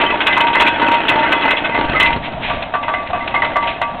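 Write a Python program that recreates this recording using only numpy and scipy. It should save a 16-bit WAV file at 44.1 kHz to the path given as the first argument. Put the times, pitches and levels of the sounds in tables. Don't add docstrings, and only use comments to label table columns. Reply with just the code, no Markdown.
import sys
import numpy as np
from scipy import signal
from scipy.fft import rfft, irfft
from scipy.io import wavfile

SR = 44100
rng = np.random.default_rng(int(sys.argv[2]) if len(sys.argv) > 2 else 0)


def bounce(signal):
    frames = np.transpose(np.atleast_2d(signal))
    limited = np.clip(frames, -1, 1)
    pcm = np.round(limited * 32767).astype(np.int16)
    wavfile.write(sys.argv[1], SR, pcm)


N = 176400

# f/Hz, relative level/dB, t60/s
LOW_MODES = [(616, -11, .35), (897, -6, .2), (938, -1.5, .46)]
MIDDLE_MODES = [(655, -7, .14), (720, -5, .11), (1160, -2.5, .48)]
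HIGH_MODES = [(1995, -6, .09), (2033, -3, .27), (2131, -8, .25)]
KNOCK_MODES = [(1511, -9, .15), (1585, -15, .2), (1806, -16, .12)]
CRACK_MODES = [(2562, -7, .3), (2709, -15, .2), (3382, -17, .15)]
# f/Hz, relative level/dB
RATTLE_SPECTRUM = [(60, -11), (130, -7.5), (210, -2), (300, 6), (450, -1.5), (700, 0), (1400, 1.5),
                   (2100, -2), (3000, -2), (4400, -25)]
DRONE_SPECTRUM = [(20, 0), (280, 0.5), (390, -13), (670, 9.5), (850, 1.5), (1300, -7), (3800, -15.5),
                  (4500, -42.5)]
KNOCK_SPECTRUM = [(100, -24), (300, -1.5), (700, 2), (1000, 11.5), (1500, 4), (2000, 3.5), (2600, -15.5),
                  (4400, -26.5)]
CRACK_SPECTRUM = [(500, -22.5), (1700, -1.5), (2400, 4), (3000, 3.5), (3500, 0), (4000, -8.5),
                  (4500, -54.5)]
WIND_SPECTRUM = [(50, 6.5), (250, -2), (2000, -43)]
BUMP_SPECTRUM = [(70, -4), (280, -0.5), (550, -5), (4000, -21)]
RASP_SPECTRUM = [(200, -14), (800, -7.5), (1400, -1.5), (2000, 4), (2500, 5.5), (3300, 1.5), (4000, -7.5),
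                 (4500, -28.5)]
# t/s, level/dB
RATTLE_FADE = [(0, -17.5), (.25, -21.5), (.3, -20.5), (.45, -22), (.515, -25), (.6, -19), (1.45, -18.5),
               (1.6, -23), (2.1, -22), (2.2, -34.5), (2.7, -41.5), (3.0, -34.5), (3.5, -28), (4, -39)]
DRONE_FADE = [(0, -27), (2.38, -29), (2.54, -20.5), (2.68, -27.5), (3.5, -24), (3.77, -28)]
WIND_FADE = [(1.7, -47), (1.8, -33.5), (2.15, -25), (2.25, -33.5), (2.55, -31.5), (2.75, -46.5)]
# t/s, then relative level/dB of knock, crack, low, middle and high ring
IRON_BLOWS = [(0.0074, -17.5, -11.5, -13, -11.5, -12.5), (0.203, -10, -12, -29, -30.5, -25.5),
              (0.2662, -7.5, -7, -17, -28, -25), (0.324, -22, -11, -31, -23, -24),
              (0.366, -7, -15, -20, -34, -16.5), (0.4049, -12.5, -10.5, -12, -14.5, -17.5),
              (0.467, -11.5, -15, -18.5, -25, -29), (0.5299, -13, -12, -46, -46, -35),
              (0.5496, -5, -23.5, -27, -45, -6.5), (0.5971, -3.5, -8.5, -11.5, -42, -25),
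              (0.609, -29, -10, -15.5, -26, -31), (0.666, -10.5, -6.5, -16, -36.5, -31),
              (0.8152, -11.5, -20.5, -10.5, -31, -15), (0.9138, -13.5, -14.5, -10.5, -27, -18),
              (0.938, -18.5, -14, -16, -21, -23), (1.0815, -7, -7, -22, -33, -20),
              (1.151, -19.5, -23.5, -9, -27.5, -34), (1.185, -22.5, -15, -13, -30, -37.5),
              (1.2287, -16.5, -17, -20, -23.5, -18), (1.318, -6, -11.5, -18, -15.5, -19.5),
              (1.4198, -12.5, -17, -29.5, -40, -22), (1.48, -15, -24.5, -17.5, -36, -11),
              (1.504, -8.5, -10.5, -31, -28, -22), (1.569, -19, -14.5, -22.5, -36.5, -36),
              (1.6453, -14, -15, -20, -39, -25.5), (1.745, -14, -18, -14, -17.5, -14),
              (1.956, -16, -20.5, -34, -33, -7.5), (1.9983, -12, -5.5, -16.5, -13.5, -8),
              (2.0274, -21.5, -15, -24, -23, -4), (2.0558, -24.5, -10.5, -14.5, -42, -21.5),
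              (2.4968, -15.5, -20.5, -24.5, -16.5, -35), (2.7372, -9, -22.5, -22.5, -11, -25),
              (2.827, -24, -25, -20.5, -24.5, -22), (2.8803, -11, -22.5, -16.5, -13.5, -27),
              (2.9364, -16.5, -22, -27, -13, -13), (3.1301, -16, -28.5, -25, -13.5, -37),
              (3.3407, -13.5, -19.5, -17, -11, -13), (3.419, -9.5, -22.5, -16, -23, -10.5),
              (3.5559, -11.5, -25, -20.5, -7.5, -14), (3.624, -25.5, -23, -16.5, -48.5, -20),
              (3.8142, -14, -19.5, -14, -12, -17.5)]
# t/s, f/Hz, relative level/dB
IRON_PINGS = [(0.062, 3050, -10.5), (0.109, 2570, -14), (0.075, 1165, -33), (0.125, 938, -9.5),
              (0.404, 3030, -11), (0.435, 940, -12), (0.664, 2400, -7), (0.825, 1490, -9),
              (0.875, 2570, -15.5), (0.886, 938, -12.5), (1.176, 897, -13), (1.243, 1370, -15.5),
              (1.442, 897, -12.5), (1.48, 2550, -12.5), (1.944, 1270, -11.5), (2.07, 2370, -11.5),
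              (3.132, 700, -18), (3.42, 1990, -18), (3.205, 2035, -20), (3.357, 2115, -13)]
# t/s, t60/s, level/dB
MIC_BUMPS = [(1.787, .07, -12), (1.85, 0.055, -14.5), (1.896, 0.022, -8.5), (2.009, 0.056, -18),
             (2.16, .1, -17), (2.32, 0.029, -19), (2.532, 0.17, -23.5)]
# t/s, rise/s, t60/s, level/dB
RAM_RASPS = [(2.128, 0.0012, 0.073, -15.5), (2.21, 0.051, 0.15, -24), (2.41, 0.03, 0.66, -20),
             (2.62, 0.0072, 0.081, -20), (3.07, 0.0031, 0.035, -21.5), (3.276, 0.0026, 0.042, -15.5),
             (3.44, 0.011, 0.095, -19.5), (3.668, 0.0055, 0.3, -18.5)]

TEETH_PER_S, TOOTH_T60_S, TOOTH_SCATTER_DB, GRIND_SHARE = 58, 0.067, 3, 0.52
LOW_SING_DB, UPPER_SING_DB, CLINK_DB = -3.5, -10, -5.5
CLINKS_PER_MODE_PER_S, CLINK_RANGE_DB = 9, 18
RING_DB, RING_ATTACK_S, RING_DETUNE, WAVER_DEPTH, WAVER_HZ = -0.5, .0025, .002, .24, 60
KNOCK_DB, KNOCK_ATTACK_S, KNOCK_HOLD_S, KNOCK_T60_S = -6.5, .002, 0.014, 0.13
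CRACK_DB, CRACK_ATTACK_S, CRACK_HOLD_S, CRACK_T60_S = -4, .0015, 0.0088, 0.093
PING_T60_CYCLES, PAIR_RATIO, PAIR_DB = 220, 1.035, -5
SOFT_LEVEL, BAND_HZ, CLIP_LEVEL, TOP_HZ = 0.67, 4260, 0.67, 15900


def undb(db):
    return 10 ** (np.asarray(db) / 20)


def unit(x):
    return x / np.sqrt(np.mean(x ** 2) + 1e-18)


def fade(points):
    return undb(np.interp(np.arange(N) / SR, *np.array(points).T))


def colour(x, spectrum):
    hz, db = np.array(spectrum).T
    f = np.maximum(np.fft.rfftfreq(2 * N, 1 / SR), 1)
    gain = undb(np.interp(np.log(f), np.log(hz), db))
    gain /= np.sqrt(1 + (f / hz[-1]) ** 20)
    return irfft(rfft(x, 2 * N) * unit(gain))[:N]


def add(out, at_s, x):
    i = int(np.clip(at_s * SR, 0, N - 1))
    out[i:i + len(x)] += x[:N - i]


def envelope(attack_s, hold_s, t60_s):
    t = np.arange(SR) / SR
    release = np.exp(-np.log(1000) * np.maximum(t - attack_s - hold_s, 0) / t60_s)
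    return np.minimum(t / attack_s, 1) * release


def grit(spread_db, grain_hz):
    force = np.interp(np.arange(N) / SR * grain_hz, np.arange(N), rng.standard_normal(N))
    return unit(rng.standard_normal(N) * undb(spread_db * force))


def bursts(rows, spectrum, texture, hold_s=0):
    power = np.zeros(N)
    for at, rise, t60, db in rows:
        add(power, at, (undb(db) * envelope(rise, hold_s, t60)) ** 2)
    return colour(np.sqrt(power) * texture, spectrum)


def ring(times, levels_db, modes):
    out, t = np.zeros(N), np.arange(SR // 2) / SR
    for hz, db, t60 in modes:
        shape = undb(db + RING_DB) * envelope(RING_ATTACK_S, 0, t60)[:len(t)]
        tunings = 1 + RING_DETUNE * rng.standard_normal(len(times))
        mode = np.zeros(N, complex)
        for at, blow_db, tuning in zip(times, levels_db, tunings):
            add(mode, at, undb(blow_db) * shape * np.exp(2j * np.pi * hz * (at + t * tuning)))
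        knots = rng.standard_normal((int(WAVER_HZ * N / SR) + 2, 2)) @ [1, 1j]
        waver = np.interp(np.arange(N) / SR * WAVER_HZ, np.arange(len(knots)), knots)
        out += np.imag(mode * (1 + WAVER_DEPTH * waver))
    return out


def resonate(force, modes):
    t = np.arange(SR) / SR
    response = sum(undb(db - 60 * t / t60) * np.sin(2 * np.pi * hz * t) for hz, db, t60 in modes)
    return unit(signal.fftconvolve(force, response)[:N])


def gears():
    slip, force = rng.standard_normal((N // 500, 2)).T
    times = (np.arange(len(slip)) + 0.18 * slip) / TEETH_PER_S
    contacts = [(at, .001, TOOTH_T60_S, db)
                for at, db in zip(times, TOOTH_SCATTER_DB * force) if at < N / SR]
    teeth = bursts(contacts, RATTLE_SPECTRUM, grit(spread_db=3, grain_hz=895))
    grind = colour(grit(spread_db=0.5, grain_hz=393), RATTLE_SPECTRUM)
    mesh = unit(unit(teeth) + GRIND_SHARE * grind)
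    singing = undb(LOW_SING_DB) * resonate(mesh, LOW_MODES)
    singing += undb(UPPER_SING_DB) * resonate(mesh, MIDDLE_MODES + HIGH_MODES + KNOCK_MODES + CRACK_MODES)
    return (mesh + singing + clinks()) * fade(RATTLE_FADE)


def clinks():
    out = np.zeros(N)
    for hz, db, t60 in HIGH_MODES + KNOCK_MODES + CRACK_MODES:
        when, force = rng.random((int(CLINKS_PER_MODE_PER_S * N / SR), 2)).T
        out += ring(when * N / SR, CLINK_RANGE_DB * force, [(hz, db / 2, t60)])
    return undb(CLINK_DB) * unit(out)


def drive():
    return colour(grit(spread_db=3, grain_hz=89.45), DRONE_SPECTRUM) * fade(DRONE_FADE)


def clanks():
    times, knock, crack, low, middle, high = np.array(IRON_BLOWS).T
    knock_rows = [(at, KNOCK_ATTACK_S, KNOCK_T60_S, db + KNOCK_DB) for at, db in zip(times, knock)]
    crack_rows = [(at, CRACK_ATTACK_S, CRACK_T60_S, db + CRACK_DB) for at, db in zip(times, crack)]
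    knocks = bursts(knock_rows, KNOCK_SPECTRUM, grit(spread_db=7, grain_hz=678), KNOCK_HOLD_S)
    cracks = bursts(crack_rows, CRACK_SPECTRUM, grit(spread_db=-1.5, grain_hz=494), CRACK_HOLD_S)
    groups = [(knock, KNOCK_MODES), (crack, CRACK_MODES),
              (low, LOW_MODES), (middle, MIDDLE_MODES), (high, HIGH_MODES)]
    return knocks + cracks + sum(ring(times, levels_db, modes) for levels_db, modes in groups)


def pings():
    out = np.zeros(N)
    for at, hz, db in IRON_PINGS:
        t60 = PING_T60_CYCLES / hz
        out += ring([at], [db], [(hz, 0, t60), (hz * PAIR_RATIO, PAIR_DB, t60 / 2)])
    return out


def wind():
    return colour(rng.standard_normal(N), WIND_SPECTRUM) * fade(WIND_FADE)


def handling():
    bump_rows = [(at, .0015, t60, db) for at, t60, db in MIC_BUMPS]
    return bursts(bump_rows, BUMP_SPECTRUM, rng.standard_normal(N))


def ram():
    return bursts(RAM_RASPS, RASP_SPECTRUM, grit(spread_db=0, grain_hz=636))


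def scene():
    return (clanks() + pings() + gears() + ram() + drive() + wind() + handling())[None]


def record(dry):
    rounded = dry / (1 + (dry / SOFT_LEVEL) ** 4) ** (1 / 4)
    narrow = signal.sosfilt(signal.cheby1(12, .2, BAND_HZ, fs=SR, output="sos"), rounded)
    clipped = np.clip(narrow, -CLIP_LEVEL, CLIP_LEVEL)
    return signal.sosfilt(signal.ellip(8, .2, 70, TOP_HZ, fs=SR, output="sos"), clipped)


dry = scene()
out = record(dry)
bounce(out)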